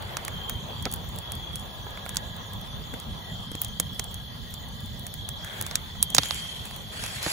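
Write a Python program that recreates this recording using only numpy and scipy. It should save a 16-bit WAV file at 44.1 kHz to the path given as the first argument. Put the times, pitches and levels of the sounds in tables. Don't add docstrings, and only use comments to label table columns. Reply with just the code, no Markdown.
import sys
import numpy as np
from scipy import signal
from scipy.fft import rfft, irfft
from scipy.io import wavfile
from scipy.ndimage import uniform_filter1d, minimum_filter1d

SR = 44100
rng = np.random.default_rng(int(sys.argv[2]) if len(sys.argv) > 2 else 0)


def gain_from_decibels(decibels):
    exponent = np.asarray(decibels, float) / 20
    return 10 ** exponent


def master_out(mix):
    frames = np.transpose(np.atleast_2d(mix))
    ceiling = np.clip(frames, -1, 1)
    pcm = np.round(ceiling * 32767).astype(np.int16)
    wavfile.write(sys.argv[1], SR, pcm)


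N = 322923

# start [s], crack peak [dB], woody body re crack [dB],
# burst length [ms], favoured band [Hz].
POPS = [(0.169, -22, -3.5, 1, 6700), (0.496, -22.5, -11, 0.68, 11000), (0.8543, -19.5, -7, 0.6, 5270),
        (0.9384, -19.5, -22, 0.47, 11700), (1.32, -25, -9.5, 0.46, 9000), (2.1694, -13, -20, 0.37, 6900),
        (3.6173, -16, -17, 0.2, 14800), (3.7989, -14.5, -13.5, 1.47, 8900), (3.9953, -19, -9.5, .9, 7000),
        (5.0668, -26, -14, 0.75, 9000), (5.2893, -26, -13.5, 0.87, 9000), (5.6122, -21, -10, 0.86, 9800),
        (5.7113, -27, -8, 0.8, 6100), (5.7555, -11, -14.5, 0.67, 7000), (6.0274, -6.5, -46.5, 0.22, 9400),
        (6.1485, -7.5, -11.5, 0.3, 7140), (6.165, -20, -8, 1.5, 5850), (6.1824, -4.5, -7, 1.14, 5300),
        (6.2337, -21, -8, 0.73, 5100), (6.3085, -15.5, -6.5, 0.71, 4500), (7.038, -24, -4, 0.89, 6750),
        (7.0624, -27.5, -4, .85, 7300), (7.2285, -26, -18, .55, 10150), (7.2636, -26, 4.5, 0.48, 4020)]
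# start [s], crack peak [dB], woody body re crack [dB], left minus right [dB].
SNAPS = [(0.0235, -38.5, 2, 0), (0.25, -25.5, -14, -7), (0.2807, -27.5, 3, -6), (0.825, -31, -21, -4),
         (0.9152, -27.5, -22, 4), (0.925, -28, -17, -4), (1.187, -27, -19, -5), (1.557, -25.5, -16, -4),
         (1.5962, -35, -16.5, -9), (1.974, -46.5, 11.5, 1), (2.0626, -34, 4, -18), (2.0925, -28.5, -6, -3),
         (2.147, -35, -5, -1), (2.1584, -29, -3.5, -14), (2.9396, -34.5, -1, -11), (3.0, -34, -20, 0),
         (3.5167, -34, -18, -9), (3.5523, -28, -14, -20), (3.6471, -24.5, -20, -2), (4.0417, -29.5, -20, 0),
         (4.143, -27.5, -31, -4), (4.5403, -29, -12, -12), (5.4464, -31, -4, -5), (5.6243, -25, -20, -2),
         (5.665, -25, -9, -9), (6.103, -30, -25, 3), (6.258, -32.5, -2, -1), (6.345, -26.5, -26, 2),
         (6.6548, -31, -9, -2), (6.7103, -37, 3, -4)]
# start [s], peak [dB].
TICKS = [(0.9607, -34), (1.0904, -38), (1.1604, -30), (1.353, -33), (1.5308, -42), (1.9061, -40),
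         (2.056, -39), (2.365, -38), (2.535, -36), (2.6135, -37), (3.636, -33), (3.683, -36.5),
         (3.933, -43.5), (3.9463, -42), (4.1131, -39), (4.51, -39), (4.688, -39), (4.805, -39), (4.84, -46),
         (4.8609, -38), (4.995, -35.5), (5.1403, -27.5), (5.5572, -53), (5.5848, -46), (5.913, -47),
         (6.2864, -31.5), (6.763, -28.5)]
# frequency [Hz], density [dB per Hz].
CRACK_COLOUR = [(1400, -12.5), (2500, -12.5), (3600, 1), (5400, -11), (7000, -11.5), (9000, -9),
                (11000, -13.5), (13500, -8.5), (15500, -8.5), (16400, -27.5)]
# frequency [Hz], density [dB per Hz].
BODY_COLOUR = [(200, -64), (500, 15.5), (1000, 15), (1900, 17), (3000, 7.5), (5000, -77)]
POP_PAN_DB = -3.5
SNAP_MS, SNAP_HZ = 0.6, 9000
TICK_MS, TICK_HZ, TICK_BODY_DB, TICK_PAN_DB = 0.4, 11000, -13, -13

# start [s], peak [dB], pitch [Hz], ring t60 [s].
KNOCKS = [(0.861, -21, 486, 0.033), (0.866, -30.5, 1296, 0.04), (0.87, -25, 394, 0.019),
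          (1.866, -32.5, 810, 0.032), (2.062, -31, 1390, 0.022), (2.937, -28.5, 475, 0.033),
          (3.516, -28.5, 280, 0.024), (3.996, -33, 407, 0.031), (3.551, -25.5, 278, 0.023),
          (3.8, -25.5, 297, 0.024), (5.71, -36.5, 1125, 0.05), (5.953, -37.5, 1296, 0.022),
          (6.184, -22.5, 275, 0.048), (6.186, -21, 1780, 0.02), (6.689, -47, 790, 0.025),
          (7.039, -42.5, 504, 0.026), (7.261, -27, 1132, 0.037), (7.265, -21.5, 306, 0.034),
          (7.279, -31, 1500, 0.033)]

# time [s], flutter level [dB].
FLUTTER_LEVEL = [(0, -39.5), (.7, -37), (2.2, -41.5), (3.6, -39), (4.9, -40.5), (5.5, -38.5), (6.2, -43),
                 (6.9, -41), (7.32, -42.5)]
# frequency [Hz], density [dB per Hz].
FLUTTER_COLOUR = [(20, -52), (32, -13), (50, 1), (75, 2), (120, -3.5), (200, -5), (300, -25.5),
                  (450, -27.5), (900, -51)]
# time [s], roar level [dB].
ROAR_LEVEL = [(0, -46), (1.1, -49), (2.95, -50), (3.3, -53), (4.3, -54), (5.3, -55), (5.55, -49.5),
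              (5.9, -54.5), (6.8, -51), (7.32, -47)]
# frequency [Hz], density [dB per Hz].
ROAR_COLOUR = [(200, -8), (350, 3), (600, 4.5), (1000, 4.5), (1500, -4.5), (2200, -11.5), (3000, -5.5),
               (5000, -38)]
LUMPS_PER_S, FLUTTER_PAN_DB = 12, -1.4

# start [s], length [s], rustle level [dB], scrape level [dB].
SLIDES = [
    (-.05, 0.24, -68, -51.5),
    (5.414, 0.19, -60.5, -45.5),
    (6.143, 0.19, -47.5, -50.5),
    (6.906, 0.35, -48.5, -47),
    (7.21, 0.15, -44, -46.5),
]
# frequency [Hz], density [dB per Hz].
RUSTLE_COLOUR = [(800, -16), (1500, -1), (2500, 8), (4500, 8), (5500, 0.5), (7000, 4.5), (9000, 5),
                 (11000, 2), (13500, -7), (15600, -39), (16000, -45)]
# frequency [Hz], density [dB per Hz].
SCRAPE_COLOUR = [(200, -24), (350, -6), (900, -10), (1600, 1), (2100, -0.5), (2900, -11), (4500, -20.5)]
SLIDE_RISE_S, SLIDE_FALL_S = 0.075, 0.28

# start [s], length [s], level [dB], pitch [Hz].
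PHRASES = [
    (0.295, 0.26, -40, 3200),
    (0.664, 0.19, -43.5, 3290),
    (1.2, 0.35, -41.5, 3340),
    (3.267, 0.55, -44.5, 3220),
    (3.851, 0.42, -46.5, 3340),
    (5.142, .4, -45, 3310),
    (5.955, .58, -40, 3210),
    (6.951, 0.11, -44, 3290),
]
PHRASE_RISE_S, PHRASE_FALL_S = 0.0492, 0.0807
# time [s], level [dB].
LOW_SINGER_LEVEL = [(0.9, -62), (1.6, -62), (2.13, -50.5), (2.73, -61.5), (4.76, -61.5), (5.4, -60.5),
                    (5.7, -76)]
# pitch [Hz], level [dB], pulse rate [per s], blur [Hz].
CHORUS = [(3124, -7, 33, 220), (3305, -6, 49, 81), (3424, -5, 13, 145), (3535, -7, 56, 110),
          (3890, -10.5, 8, 360), (4230, -11, 41, 480)]
CHORUS_DB = -45.5

# frequency [Hz], density [dB per Hz].
NIGHT_COLOUR = [(1400, -62), (1900, 10), (2400, -14), (2800, -13), (3900, -27), (4500, 5.5), (5300, -3.5),
                (6800, 0.5), (8500, -9.5), (11000, -5.5), (13500, 0.5), (15500, -2), (16400, -39)]
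NIGHT_DB = -50.5

# frequency [Hz], difference re sum [dB].
SIDE_LEVEL = [(40, -1.5), (150, -10), (350, -4.5), (700, -2), (1500, 1), (3000, -0.5)]
# frequency [Hz], likeness [0-1].
PORTS_ALIKE = [(1500, .2), (4000, .5), (6500, .6), (8500, .98), (16000, .98)]
PORT_LAG_MS, PORT_TURNS = 0.213, 3.34
SHADOW_HZ = 7000
# frequency [Hz], level [dB per bin].
GATE = [(2000, -104), (2600, -93), (4000, -89), (5200, -99), (7000, -86), (8500, -81), (11000, -98),
        (13500, -76), (15800, -85), (16050, -72)]


def evened(x):
    return x / np.sqrt(np.mean(x ** 2) + 1e-20)


def read(points, hz):
    f, value = np.transpose(points)
    return np.interp(np.log(hz + 1), np.log(f + 1), value)


def column(rows, k):
    rows = np.array(rows)
    return np.interp(np.arange(N) / SR, rows[:, 0], rows[:, k])


def add(mix, s, sound):
    part = mix[:, max(round(s * SR), 0):][:, :sound.shape[1]]
    part += sound[:, :part.shape[1]]


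def drift(rate_hz):
    t = np.arange(0, N + 64, 64) / SR
    slow = sum(np.sin(2 * np.pi * (f * t + rng.random())) / np.sqrt(f)
               for f in np.geomspace(rate_hz / 20, rate_hz, 20))
    return np.interp(np.arange(N) / SR, t, evened(slow))


def swell(start_s, length_s, rise_s, fall_s):
    t = np.arange(N) / SR - start_s
    return np.clip(t / rise_s, 0, 1) * np.exp(-np.maximum(t - length_s, 0) / fall_s)


def causal(colour, size=512):
    hz = abs(np.fft.fftfreq(4096, 1 / SR))
    log_gain = np.log(gain_from_decibels(np.maximum(read(colour, hz), -80)))
    taps = np.fft.ifft(np.exp(log_gain - 1j * signal.hilbert(log_gain).imag)).real[:size]
    return taps / np.linalg.norm(taps)


def port_phase(hz):
    return 2 * np.pi * (PORT_TURNS - hz * PORT_LAG_MS / 1000)


def grains(patchy_db):
    a, b, c, d, patches = rng.standard_normal((N // 256 + 5, 513, 5)).T
    patches = uniform_filter1d(patches, size=10, axis=0)
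    patches = evened(uniform_filter1d(patches, size=10, axis=1))
    fields = np.array([a + 1j * b, c + 1j * d]) * gain_from_decibels(patchy_db * patches)
    return fields, np.fft.rfftfreq(1024, 1 / SR)[:, None]


def noise(colour, patchy_db):
    z, hz = grains(patchy_db)
    z = z * gain_from_decibels([read(colour, hz), read(colour, hz) + read(SIDE_LEVEL, hz)])
    m, s = signal.istft(z, nperseg=1024, noverlap=768)[1][:, :N]
    return np.array([m + s, m - s]) / np.sqrt(np.mean(m ** 2))


def hiss(colour, patchy_db):
    (right, other), hz = grains(patchy_db)
    alike = read(PORTS_ALIKE, hz)
    left = alike * right * np.exp(1j * port_phase(hz)) + np.sqrt(1 - alike ** 2) * other
    z = np.array([left, right]) * gain_from_decibels(read(colour, hz))
    return evened(signal.istft(z, nperseg=1024, noverlap=768)[1][:, :N])


def snap(crack, body, body_db, pan_db, ms, hz):
    t_ms = np.arange(2048) / SR * 1000 - 4
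    after = np.maximum(t_ms, 0)
    lead_in = 0.07 * np.exp(np.minimum(t_ms, 0) / 1.2) * (t_ms < 0)
    split = (after / ms) ** 0.7 * np.exp(-(after / ms) ** 2)
    tail = 0.035 * (t_ms > 0) * np.exp(-after / 7.0)
    z = rfft(rng.standard_normal(2048) * (lead_in + split + tail))
    burst = irfft(z / uniform_filter1d(abs(z), size=70)) * abs(z).mean()

    clumps = 1.0 + rng.random((2, 64)).repeat(32, 1) ** 1.8
    decay = (1 - np.exp(-after / ms)) * 0.22 * np.exp(-after / (2.6 * ms))
    scatter = rng.standard_normal((2, 2048)) * clumps * decay

    f = np.fft.rfftfreq(2048, 1 / SR)
    alike = read(PORTS_ALIKE, f)
    other, shared = rfft(scatter)
    direct = rfft(burst)
    right = direct + shared
    left = direct * (1 - alike) + alike * right * np.exp(1j * port_phase(f))
    left = left + np.sqrt(1 - alike ** 2) * other

    tone = gain_from_decibels(18.0 * np.exp(-(np.log((f + 1) / hz) / 0.65) ** 2))
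    shade = gain_from_decibels(np.outer([0.5, -0.5], pan_db / (1 + (f / SHADOW_HZ) ** 6)))
    bright = signal.fftconvolve(irfft(np.array([left, right]) * tone * shade), crack[None])
    woody = signal.fftconvolve(burst + 1.4 * scatter, body[None]) * shade[:, :1]
    return bright / abs(bright).max() + gain_from_decibels(body_db - 3.0) * woody / abs(woody).max()


def pops():
    out = np.zeros((2, N))
    crack, body = causal(CRACK_COLOUR), causal(BODY_COLOUR)
    rows = [(s, db, body_db, POP_PAN_DB, ms, hz) for s, db, body_db, ms, hz in POPS]
    rows += [(*row, SNAP_MS, SNAP_HZ) for row in SNAPS]
    rows += [(*row, TICK_BODY_DB, TICK_PAN_DB, TICK_MS, TICK_HZ) for row in TICKS]
    for s, db, *shape in rows:
        add(out, s - 0.004, gain_from_decibels(db + 9.0) * snap(crack, body, *shape))
    for when, size, tone, pan in rng.random((60, 4)):
        faint = snap(crack, body, body_db=12.0 * tone - 8.0, pan_db=8.0 * pan - 4.0, ms=0.6, hz=7000.0)
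        add(out, when * N / SR, gain_from_decibels(-48.0 + 9.0 * size) * faint)
    return out


def knocks():
    out, t = np.zeros((2, N)), np.arange(3000) / SR
    puff_colour = causal(BODY_COLOUR)
    modes = [(0.55, 0.7), (1.01, 0.72), (1.6, 0.36)]
    attack = 1 - np.exp(-t / 0.00056)
    for s, db, hz, t60_s in KNOCKS:
        ring = sum(g * np.sin(2 * np.pi * hz * k * t) for k, g in modes)
        puff = signal.fftconvolve(rng.standard_normal((2, 3000)), puff_colour[None])[:, :3000]
        add(out, s, gain_from_decibels(db + 2.5 - 60 * t / t60_s) * (ring + 0.3 * puff) * attack)
    return out


def flames():
    pan_db = FLUTTER_PAN_DB * np.array([[0.5], [-0.5]])
    flutter = noise(FLUTTER_COLOUR, patchy_db=2.0)
    flutter = flutter * gain_from_decibels(column(FLUTTER_LEVEL, 1) + 1.1 * drift(LUMPS_PER_S) + pan_db)
    roar = noise(ROAR_COLOUR, patchy_db=2.1)
    roar = roar * gain_from_decibels(column(ROAR_LEVEL, 1) + 2.0 + 0.82 * drift(60))
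    night = hiss(NIGHT_COLOUR, patchy_db=3.84) * gain_from_decibels(NIGHT_DB)
    return flutter + roar + night


def slides():
    rustle = hiss(RUSTLE_COLOUR, patchy_db=3.0)
    scrape = noise(SCRAPE_COLOUR, patchy_db=3.5)
    out = np.zeros((2, N))
    for s, length_s, rustle_db, scrape_db in SLIDES:
        moving = swell(s, length_s, SLIDE_RISE_S, SLIDE_FALL_S)
        out += moving * (rustle * gain_from_decibels(rustle_db + 9.5) + scrape * gain_from_decibels(scrape_db))
    return out * gain_from_decibels(1.6 * drift(150))


def trill(hz, per_s, blur_hz, depth):
    rate = SR / 4
    beat = np.cumsum(per_s * (1 + 0.0514 * drift(3.4)[::4])) / rate
    pulses = 1 + depth * np.cos(2 * np.pi * beat)
    blur = signal.butter(3, blur_hz / 2, fs=rate, output="sos")
    paths = signal.sosfilt(blur, rng.standard_normal((2, 2, len(beat))))
    carrier = np.exp(2j * np.pi * np.cumsum(hz + 0 * beat) / rate)
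    return evened((pulses * (paths[0] + 1j * paths[1]) * carrier).real)


def singers():
    swells = np.array([gain_from_decibels(db) * swell(s, length_s, PHRASE_RISE_S, PHRASE_FALL_S)[::4]
                       for s, length_s, db, _ in PHRASES])
    pitch_hz = np.array(PHRASES)[swells.argmax(0), 3]
    near = swells.sum(0) * trill(pitch_hz, per_s=30.0, blur_hz=150.0, depth=0.45)
    far = sum(gain_from_decibels(db + 1.5 * drift(1.8)[::4]) * trill(hz, per_s, blur_hz, depth=0.25)
              for hz, db, per_s, blur_hz in CHORUS)
    low_level = gain_from_decibels(column(LOW_SINGER_LEVEL, 1)[::4] + 1.5)
    low = low_level * trill(1660.0, per_s=30.0, blur_hz=61.0, depth=0.43)
    return signal.resample_poly(near + gain_from_decibels(CHORUS_DB) * far + low, 4, 1, axis=1)[:, :N]


def scene():
    return flames() + slides() + pops() + knocks() + singers()


def starve(x, size=8):
    hz, _, z = signal.stft([x[0] + x[1], x[0] - x[1]], SR, nperseg=1024, noverlap=512)
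    hz = hz[:-1, None]
    bins = abs(z[:, :-1] / 2) ** 2
    band = bins.reshape(2, -1, size, z.shape[2]).mean(2).repeat(size, 1)
    power = uniform_filter1d(band, size=3, axis=2)
    gate = gain_from_decibels(2 * read(GATE, hz))

    edge = np.diff(x[1], 2, append=[0, 0]) ** 2
    peak = -minimum_filter1d(-uniform_filter1d(edge, size=40), size=500)
    sharp = peak / uniform_filter1d(edge, size=2000)
    calm = sharp[np.minimum(np.arange(z.shape[2]) * 512, N - 1)] < 5

    masked = (power < gain_from_decibels(-2 * 7.5) * power[::-1]) & (hz > 7700) & calm
    thinned = (bins < 0.35 * band) & (power < 100 * gate) & (hz > 4500)
    faint = (power < gate) & calm
    z[:, :-1] *= ~(masked | thinned | faint) | (hz < 1500)
    m, s = signal.istft(z, nperseg=1024, noverlap=512)[1][:, :N] / 2
    return np.array([m + s, m - s])


def band_limit(x):
    return signal.sosfilt(signal.butter(12, 16470, fs=SR, output="sos"), x)


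def record(dry):
    bass_cut = signal.butter(3, 38.0, "high", fs=SR, output="sos")
    mix = np.clip(signal.sosfilt(bass_cut, dry), -1, 1)
    return band_limit(starve(mix))


dry = scene()
out = record(dry)
master_out(out)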